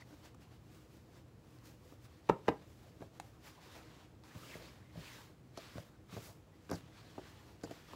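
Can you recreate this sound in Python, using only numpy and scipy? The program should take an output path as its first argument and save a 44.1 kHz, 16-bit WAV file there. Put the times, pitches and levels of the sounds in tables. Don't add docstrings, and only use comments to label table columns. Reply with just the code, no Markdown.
import sys
import numpy as np
from scipy import signal
from scipy.fft import rfft, irfft, next_fast_len
from scipy.io import wavfile
from scipy.ndimage import uniform_filter1d, map_coordinates

SR = 44100
rng = np.random.default_rng(int(sys.argv[2]) if len(sys.argv) > 2 else 0)


def put_to_file(sound):
    columns = np.atleast_2d(sound).T
    safe = np.clip(columns, -1, 1)
    whole_steps = np.round(safe * 32767)
    wavfile.write(sys.argv[1], SR, whole_steps.astype(np.int16))


def attenuation_scalar(level_db):
    decades = np.asarray(level_db, float) / 20
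    return 10 ** decades


N = 350595

# freq_hz, density_db
AIR_SPECTRUM = [(20, -48), (35, -13), (60, -3.5), (110, -6), (220, -9), (400, -14.5), (900, -24.5),
                (2000, -31), (6500, -39), (14000, -38.5), (16000, -35)]
# freq_hz, width_hz, level_db
MOTORS = [(98, 20, -69), (123, 9.7, -67.5), (158, 8.1, -74.5), (312, 22, -72), (492, 27, -79)]
# top_s, rise_s, fall_s, rub_db, sheen_over_rub_db
STROKES = [(0.012, 0.031, 0.029, -61, -28), (0.13, 0.13, 0.18, -68.5, -4), (0.255, 0.042, 0.067, -62, -8),
           (0.422, 0.038, 0.068, -67, -7), (0.548, 0.12, .045, -69, -8), (0.75, 0.16, 0.2, -69.5, -3.5),
           (0.94, 0.083, 0.19, -71.5, -3), (1.182, 0.13, 0.051, -67, -7), (1.288, .03, .01, -79, -4),
           (1.5, 0.12, 0.52, -73.5, -3.5), (1.658, 0.023, 0.11, -65.5, -1), (1.925, 0.2, .055, -72, -2),
           (2.055, 0.045, 0.021, -63.5, -3), (2.17, 0.24, 0.075, -70.5, -8), (2.27, 0.067, 0.62, -69.5, -12),
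           (2.465, 0.053, 0.14, -66.5, -13), (2.625, 0.13, 0.026, -72, -17), (2.75, 0.17, 0.18, -77, 3),
           (2.884, 0.26, 0.11, -70.5, -8), (3.02, 0.057, 0.073, -67, -6), (3.178, 0.095, 0.025, -70, -7),
           (3.24, 0.062, 0.19, -69, -3), (6.108, 0.023, .1, -62.5, -16), (7.5, 0.4, .15, -68.5, -8),
           (3.46, 0.044, 0.12, -59.5, -5.5), (3.63, 0.037, 0.18, -65.5, -12), (3.76, 0.17, 0.066, -59, -8.5),
          (3.95, 0.47, 0.18, -63.5, -14), (4.245, 0.0081, 0.51, -64.5, -13),
          (4.44, 0.18, 0.18, -59.5, -4.5), (4.534, 0.19, 0.15, -58, -7), (4.651, 0.17, 0.21, -62.5, -11),
          (5.04, 0.11, 0.12, -56, -10.5), (4.975, 0.05, 0.11, -66, -16), (5.16, 0.2, 0.14, -56, -7),
          (5.56, 0.11, .05, -75.5, -3), (5.61, 0.065, 0.24, -56.5, -16), (5.775, 0.074, 0.14, -61, -5),
          (6.135, 0.039, 0.16, -56.5, -7), (6.26, 0.14, 0.11, -61, 2), (6.68, 0.32, .1, -74, -10),
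          (6.77, 0.12, 0.047, -62.5, -3), (6.86, 0.18, 0.13, -68, -16), (6.99, 0.096, 0.18, -61.5, -23),
          (7.104, 0.027, .15, -62.5, -13), (7.27, 0.19, 0.2, -61, -14), (7.655, 0.079, 0.14, -64.5, -8),
          (7.72, 0.033, 0.16, -59, -12), (7.935, 0.15, .04, -59, -9.5)]
# time_s, drag_db
HAND_WEIGHT = [(0, 0.5), (.7, 0), (1.3, 3.5), (2, -3.5), (2.5, 0.5), (3.1, -0.5), (3.7, 1.5), (4.3, 2),
               (4.8, -1.5), (5.2, -2), (5.7, -5.5), (6.16, 2.5), (6.5, 1), (6.95, -5), (7.3, 0), (7.95, -2)]
# freq_hz, density_db
RUB_SPECTRUM = [(500, -28), (1000, -1), (1700, -0.5), (3000, -2), (4400, -4), (6000, -9.5), (8000, -13),
                (12000, -14)]
# freq_hz, density_db
SHEEN_SPECTRUM = [(2500, -32), (5000, -8), (8000, -10), (12000, -7), (16000, -4.5)]
# freq_hz, density_db
DRAG_SPECTRUM = [(120, -24), (300, -3), (600, -3.5), (1100, -6), (2000, -21), (4000, -34)]
# start_s, length_s, start_hz, end_hz, level_db
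SQUEAKS = [
    (.0195, 0.008, 2000, 2010, -57.5),
    (4.481, 0.094, 2890, 1730, -66.5),
    (4.75, 0.23, 2130, 2070, -83),
    (5.07, 0.091, 2280, 1880, -75),
    (5.004, 0.12, 4120, 4400, -75),
    (5.14, 0.12, 1000, 943, -75),
]
# start_s, length_s, start_hz, end_hz, level_db
MORE_SQUEAKS = [
    (5.03, 0.079, 2500, 2350, -70),
    (4.3, 0.039, 1400, 2300, -68),
    (5.14, 0.092, 1800, 1480, -72),
    (4.6, .13, 3700, 5100, -74),
    (5.17, .07, 760, 1100, -69),
    (4.51, 0.043, 2000, 1750, -66),
    (4.41, .05, 1400, 1100, -68),
    (6.5, .09, 1900, 2000, -82),
    (4.76, .1, 2120, 1500, -81),
]
# start_s, peak_db, mode_hz, thud_over_peak_db
TAPS = [(0.107, -51, 312, -8), (0.127, -48.5, 200, -20), (0.347, -57, 240, -9), (1.923, -47.5, 300, -28),
        (3.008, -43, 300, -16), (3.019, -42.5, 380, 1), (3.483, -55, 312, -14), (4.35, -46.5, 202, -14),
        (4.358, -47.5, 202, 8.5), (4.555, -41, 390, -2), (4.957, -48.5, 600, 7), (4.975, -45, 253, 9),
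        (5.756, -42, 281, 4), (5.771, -43.5, 203, 3), (5.781, -39.5, 600, -2), (6.127, -45, 242, 3.5),
        (6.138, -47, 210, -3), (6.166, -39.5, 323, 3), (6.175, -38.5, 520, -4), (6.706, -35.5, 348, -18),
        (6.722, -34, 636, -22), (6.730, -31.5, 241, 0.5), (6.742, -36.5, 282, -8), (7.696, -47, 280, -22)]
# start_s, peak_db, mode_hz, thud_over_peak_db, spread_oct
KNOCKS = [(2.2914, -27.5, 950, -2, 0.13), (2.2969, -18.5, 965, -32, 0.33), (2.2965, -16, 420, -24, 0.19),
          (2.2991, -17.5, 890, -45, 0.46), (2.3043, -30, 174, -40, 0.2), (2.311, -34, 910, -27, 0.19),
          (2.327, -38, 500, -14, .58), (2.474, -42, 400, -8, 1), (2.4801, -34, 2000, -23, 0.56),
          (2.482, -28, 497, -15, 0.74), (2.4831, -20, 900, -12.5, 0.8), (2.4841, -18, 477, -21, 0.39),
          (2.488, -21, 876, -7, 0.29), (2.492, -28, 285, -6.5, 0.44), (3.025, -40.5, 700, -28, 0.49),
          (3.1987, -38.5, 780, -11, 0.077), (4.2372, -55, 1000, -18, 0.22), (7.674, -47, 748, -19, 0.39),
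          (6.168, -41.5, 1020, -22, 0.24), (5.783, -47, 1320, -20, 0.35)]
# start_s, flesh_peak_db, flesh_mode_hz, metal_over_flesh_db, metal_mode_hz
RINGED = [
    (5.574, -37.5, 347, -9, 1000),
    (6.6938, -38.5, 300, -12, 1200),
    (6.7133, -27.5, 305, -9.5, 1090),
    (7.18, -35.5, 318, -4, 830),
    (7.635, -32, 274, -14, 620),
    (7.71, -38.5, 338, -4, 655),
    (7.934, -43.5, 350, 2.5, 970),
]
# start_s, peak_db, centre_hz, t60_s
TICKS = [(0.346, -47.5, 1000, 0.02), (.971, -58, 11000, .006), (1.505, -60, 9000, .006),
         (1.587, -53, 6000, 0.0063), (2.2906, -33, 2500, 0.017), (2.2948, -32, 3180, 0.016),
         (2.299, -32, 1700, 0.027), (2.482, -28, 3000, 0.014), (2.488, -27, 3800, 0.005),
         (2.4904, -32.5, 2180, 0.015), (2.729, -66, 6000, .005), (3.017, -53, 2500, .008),
         (3.1991, -38.5, 12000, 0.018), (3.1998, -34.5, 4900, 0.0045), (4.237, -52, 5240, 0.018),
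         (5.574, -37.5, 7500, 0.012), (5.5741, -40.5, 1400, 0.021), (5.782, -41, 4500, 0.0092),
         (6.125, -46, 1500, 0.015), (6.693, -45, 2500, 0.013), (6.7003, -43, 9000, 0.012),
         (6.713, -33, 12000, 0.011), (7.635, -39, 11000, 0.016), (7.711, -45, 5000, 0.0057),
         (7.934, -56, 2500, .008), (6.808, -49, 1494, .01), (7.612, -56, 4000, .04),
         (2.298, -36, 3360, 0.0096), (3.023, -50, 1900, .02), (2.483, -48, 13000, .015),
         (6.701, -50, 4200, .012), (7.697, -50, 1200, .006), (7.736, -58, 12000, .004),
         (6.757, -53, 2200, 0.033), (3.2017, -43, 3000, .01)]
# freq_hz, level_db, ring_time_share
BOARD_MODES = [(224, 2, 0.26), (300, -2.5, 0.74), (380, -4, 0.88), (456, 0.5, 0.74), (523.3, 1, 1),
               (600, 2.5, 1), (662, 3, 1), (793, 8.5, 0.6), (884, 2, 0.94), (950, 3, 0.86),
               (1070, 14, 0.31), (1200, 6, 0.48), (1530, 19, 0.35), (1774, 16.5, 0.23), (2000, 12, 0.18),
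               (420, -13, 1), (171, -13, 0.87)]
# freq_hz, level_db, t60_s
FRAME_MODES = [(68, -2, 0.019), (105, 7.5, 0.043), (156.6, 1, 0.076)]
# freq_hz, t60_s
WALL_DECAY = [(150, 0.32), (600, 0.22), (2000, 0.2), (5000, 0.084), (12000, 0.23)]
# start_s, length_s, level_db, lower_link_hz, upper_link_hz
JINGLES = [
    (5.574, 0.014, -48.5, 4300, 6140),
    (6.7128, 0.0044, -41, 5740, 4360),
    (6.726, 0.013, -52, 4560, 6400),
    (6.732, 0.013, -47.5, 5550, 7000),
    (6.741, 0.011, -48.5, 4500, 5950),
    (6.752, 0.011, -47, 4650, 8000),
    (7.636, 0.018, -48.5, 4900, 7350),
    (7.712, 0.0072, -56, 4500, 6500),
]
# freq_hz, gain_db
MIC_COLOUR = [(20, -57), (45, -2), (70, 0.5), (7800, -1), (8200, -4.5), (15750, -9), (15900, -47)]

EDGE_DB, ROUNDNESS, REST_DB = 15, 1.44, -96
DRAG_DB, DRAG_GROWTH = -68, 0.63
CRACKLE_PER_S, CRACKLE_OVER_RUB_DB, CRACKLE_SPREAD_DB = 260, 5, 4
PITCH_WANDER, GLIDE_WANDER, STEADY_S = 0.042, 0.19, 0.06
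FLESH_AFTER_S, FLESH_THUD_DB, METAL_THUD_DB = 0.00253, -15.5, -31
FLESH_RING_S, KNOCK_RING_S, METAL_RING_S = 0.056, 0.053, 0.096
RING_TILT = -0.54
SPREAD_OCT, SPREAD_TILT, METAL_SPREAD_OCT = 0.6, -0.4, 0.27
LINK_WIDTH, UPPER_DB, CLASP_HZ, CLASP_DB = 0.09, -6, 11000, -12.5


def unit(x):
    return x / np.sqrt(np.mean(x ** 2) + 1e-20)


def along(points, hz):
    f, v = np.transpose(points)
    return np.interp(np.log(hz + 1), np.log(f + 1), v)


def filtered(x, response):
    m = next_fast_len(len(x) + 8192)
    return irfft(rfft(x, m) * response(np.fft.rfftfreq(m, 1 / SR)), m)[:len(x)]


def causal(points, size):
    cepstrum = irfft(np.log(attenuation_scalar(along(points, np.fft.rfftfreq(size, 1 / SR)))))
    cepstrum[1:size // 2] *= 2
    cepstrum[size // 2 + 1:] = 0
    return irfft(np.exp(rfft(cepstrum)))


def wobble(rate_hz):
    knots = rng.standard_normal(int(N * rate_hz / SR) + 4)
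    return map_coordinates(knots, [np.arange(N) * rate_hz / SR])


def rush(spectrum, patchy_db):
    z = signal.stft(rng.standard_normal(N), nperseg=512)[2]
    field = uniform_filter1d(rng.standard_normal(z.shape), size=5, axis=0)
    field = uniform_filter1d(field, size=8, axis=1)
    x = signal.istft(z * attenuation_scalar(patchy_db * unit(field)), nperseg=512)[1][:N]
    return unit(filtered(x, lambda hz: attenuation_scalar(along(spectrum, hz))))


def add(track, start_s, sound):
    part = track[round(start_s * SR):][:len(sound)]
    part += sound[:len(part)]


def motor_tone(centre_hz, width_hz):
    noise = rng.standard_normal(N)
    return unit(filtered(noise, lambda f: 1 / (1 + ((f - centre_hz) / width_hz * 2) ** 2)))


def room_tone():
    air = attenuation_scalar(-62 + 0.5 * wobble(3)) * rush(AIR_SPECTRUM, patchy_db=0.6)
    motors = sum(attenuation_scalar(db) * motor_tone(hz, width_hz) for hz, width_hz, db in MOTORS)
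    return air + motors


def strokes():
    t = np.arange(0, N, 96)[:, None] / SR
    top_s, rise_s, fall_s, rub_db, sheen_db = np.transpose(STROKES)
    away = np.abs(t - top_s) / np.where(t < top_s, rise_s, fall_s)
    rub = attenuation_scalar(2 * (rub_db - EDGE_DB * away ** ROUNDNESS))
    levels = []
    for power in (rub, rub * attenuation_scalar(2 * sheen_db)):
        level_db = 10 * np.log10(power.sum(axis=1) + attenuation_scalar(2 * REST_DB))
        levels.append(np.interp(np.arange(N) / SR, t[:, 0], level_db))
    return levels


def cloth():
    rub_db, sheen_db = strokes()
    weight_db = np.interp(np.arange(N) / SR, *np.transpose(HAND_WEIGHT))
    drag_db = DRAG_DB + DRAG_GROWTH * (rub_db + 67) + weight_db
    folds = attenuation_scalar(1.2 * wobble(25) + 0.7 * wobble(120))
    rub = attenuation_scalar(rub_db - 0.4) * rush(RUB_SPECTRUM, patchy_db=1.4)
    sheen = attenuation_scalar(sheen_db + 6) * rush(SHEEN_SPECTRUM, patchy_db=1)
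    drag = attenuation_scalar(drag_db) * rush(DRAG_SPECTRUM, patchy_db=4)
    return folds * (rub + sheen + drag)


def crackle():
    happens = rng.random(N) < CRACKLE_PER_S / SR
    sign = np.sign(rng.standard_normal(N))
    size = attenuation_scalar(CRACKLE_SPREAD_DB * np.minimum(rng.exponential(size=N), 2))
    colour = causal(RUB_SPECTRUM, size=512)[:200]
    snaps = signal.fftconvolve(happens * sign * size, colour / np.linalg.norm(colour))[:N]
    return attenuation_scalar(strokes()[0] + CRACKLE_OVER_RUB_DB) * snaps


def squeaks(table):
    out = np.zeros(N)
    for start_s, length_s, hz0, hz1, db in table:
        n = min(round(length_s * SR), 12000)
        wander = unit(uniform_filter1d(rng.standard_normal((2, 12000)), size=90))[:, :n]
        wander = wander * min(1, length_s / STEADY_S)
        depth_hz = PITCH_WANDER * hz0 + GLIDE_WANDER * abs(hz1 - hz0)
        hz = np.linspace(hz0, hz1, n) + depth_hz * (wander[0] - wander[0].mean())
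        tone = np.sin(2 * np.pi * np.cumsum(hz) / SR)
        add(out, start_s, attenuation_scalar(db + 8.5 + 5.8 * wander[1]) * np.hanning(n) * tone)
    return out


def contacts():
    def soft_oct(hz):
        return SPREAD_OCT * (hz / 300) ** SPREAD_TILT

    knocks = [(*row, KNOCK_RING_S) for row in KNOCKS]
    taps = [(*row, soft_oct(row[2]), FLESH_RING_S) for row in TAPS]
    metal, flesh = [], []
    for s, db, flesh_hz, over_db, metal_hz in RINGED:
        metal.append((s, db + over_db, metal_hz, METAL_THUD_DB, METAL_SPREAD_OCT, METAL_RING_S))
        flesh.append((s + FLESH_AFTER_S, db, flesh_hz, FLESH_THUD_DB, soft_oct(flesh_hz), FLESH_RING_S))
    return knocks + taps + metal + flesh


def board_blows():
    hits, t = np.zeros(N + SR), np.arange(SR // 8) / SR
    hz, mode_db, share = np.transpose(BOARD_MODES)[:, :, None]
    low_hz, low_db, low_t60 = np.transpose(FRAME_MODES)[:, :, None]
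    frame = attenuation_scalar(low_db - 60 * t / low_t60) * np.sin(2 * np.pi * low_hz * t)
    thud = np.sum(frame, axis=0) * (1 - np.exp(-t / 0.0098))
    swell = 1 - np.exp(-t * hz / 0.65)
    for start_s, db, spot_hz, thud_db, spread_oct, ring_s in contacts():
        t60 = ring_s * (spot_hz / 300) ** RING_TILT
        scatter_db = rng.normal(0, 2.5, hz.shape)
        away = np.log2(hz / spot_hz) / max(spread_oct, 0.08)
        spot_db = -30 * np.log10(1 + away ** 2) + scatter_db
        decay = attenuation_scalar(mode_db + spot_db - 60 * t / (t60 * share))
        ring = -np.sum(swell * decay * np.sin(2 * np.pi * hz * t), axis=0)
        add(hits, start_s, attenuation_scalar(db + 1) * (ring / np.abs(ring).max() + attenuation_scalar(thud_db) * thud))
    return hits


def walls(x, chance):
    hz, t, z = signal.stft(chance, SR, nperseg=256)
    decay = attenuation_scalar(-60 * t / along(WALL_DECAY, hz)[:, None])
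    tail = signal.istft(z * decay, SR, nperseg=256)[1]
    return signal.fftconvolve(np.pad(x, (260, 0)), tail / np.linalg.norm(tail))


def with_room(hits):
    answer = np.zeros(N + SR)
    step = SR // 10
    for start in range(0, N, step):
        piece = hits[start:start + 2 * step] * signal.get_window("hann", 2 * step)
        chance = rng.standard_normal(SR // 3)
        if np.abs(piece).max() > 1e-5:
            add(answer, start / SR, attenuation_scalar(-11.5) * walls(piece, chance))
    return (hits + answer)[:N]


def ticks():
    hits, t = np.zeros(N + SR), np.arange(900) / SR
    for start_s, db, hz, t60 in TICKS:
        burst = rng.standard_normal(900) * attenuation_scalar(-60 * t / t60)
        burst[0] = 3.26
        points = [(hz / 8, -22), (hz / 5.5, -4), (hz, 0), (hz * 1.12, -5), (hz * 4, -22)]
        tick = np.convolve(burst, causal(points, size=512)[:200])
        add(hits, start_s, attenuation_scalar(db) * tick / np.abs(tick).max())
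    return hits


def strap():
    out = np.zeros(N)
    for start_s, length_s, db, low_hz, high_hz in JINGLES:
        u = np.arange(2000) / (length_s * SR)
        links = rng.standard_normal(2000)
        chatter = links * np.abs(links) * np.clip(1 - u, 0, 1) ** 0.3
        modes = [(low_hz, 0), (high_hz, UPPER_DB), (CLASP_HZ, CLASP_DB)]

        def metal(f):
            total = 0
            for k, (hz, gain_db) in enumerate(modes):
                loss = 1j * f * hz * LINK_WIDTH
                total = total + (-1) ** k * attenuation_scalar(gain_db) * loss / (hz * hz - f * f + loss)
            return total

        add(out, start_s, attenuation_scalar(db + 4) * filtered(chatter, metal))
    return out


def scene():
    mix = cloth() + squeaks(SQUEAKS)
    mix += with_room(board_blows() + ticks())
    mix += strap() + room_tone()
    mix += squeaks(MORE_SQUEAKS) + crackle()
    return mix[None]


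def band_limit(x):
    return signal.sosfilt(signal.butter(12, 16370, fs=SR, output="sos"), x)


def record(dry):
    mix = signal.fftconvolve(dry[0], causal(MIC_COLOUR, size=8192))[None, :N]
    return band_limit(mix)


dry = scene()
out = record(dry)
put_to_file(out)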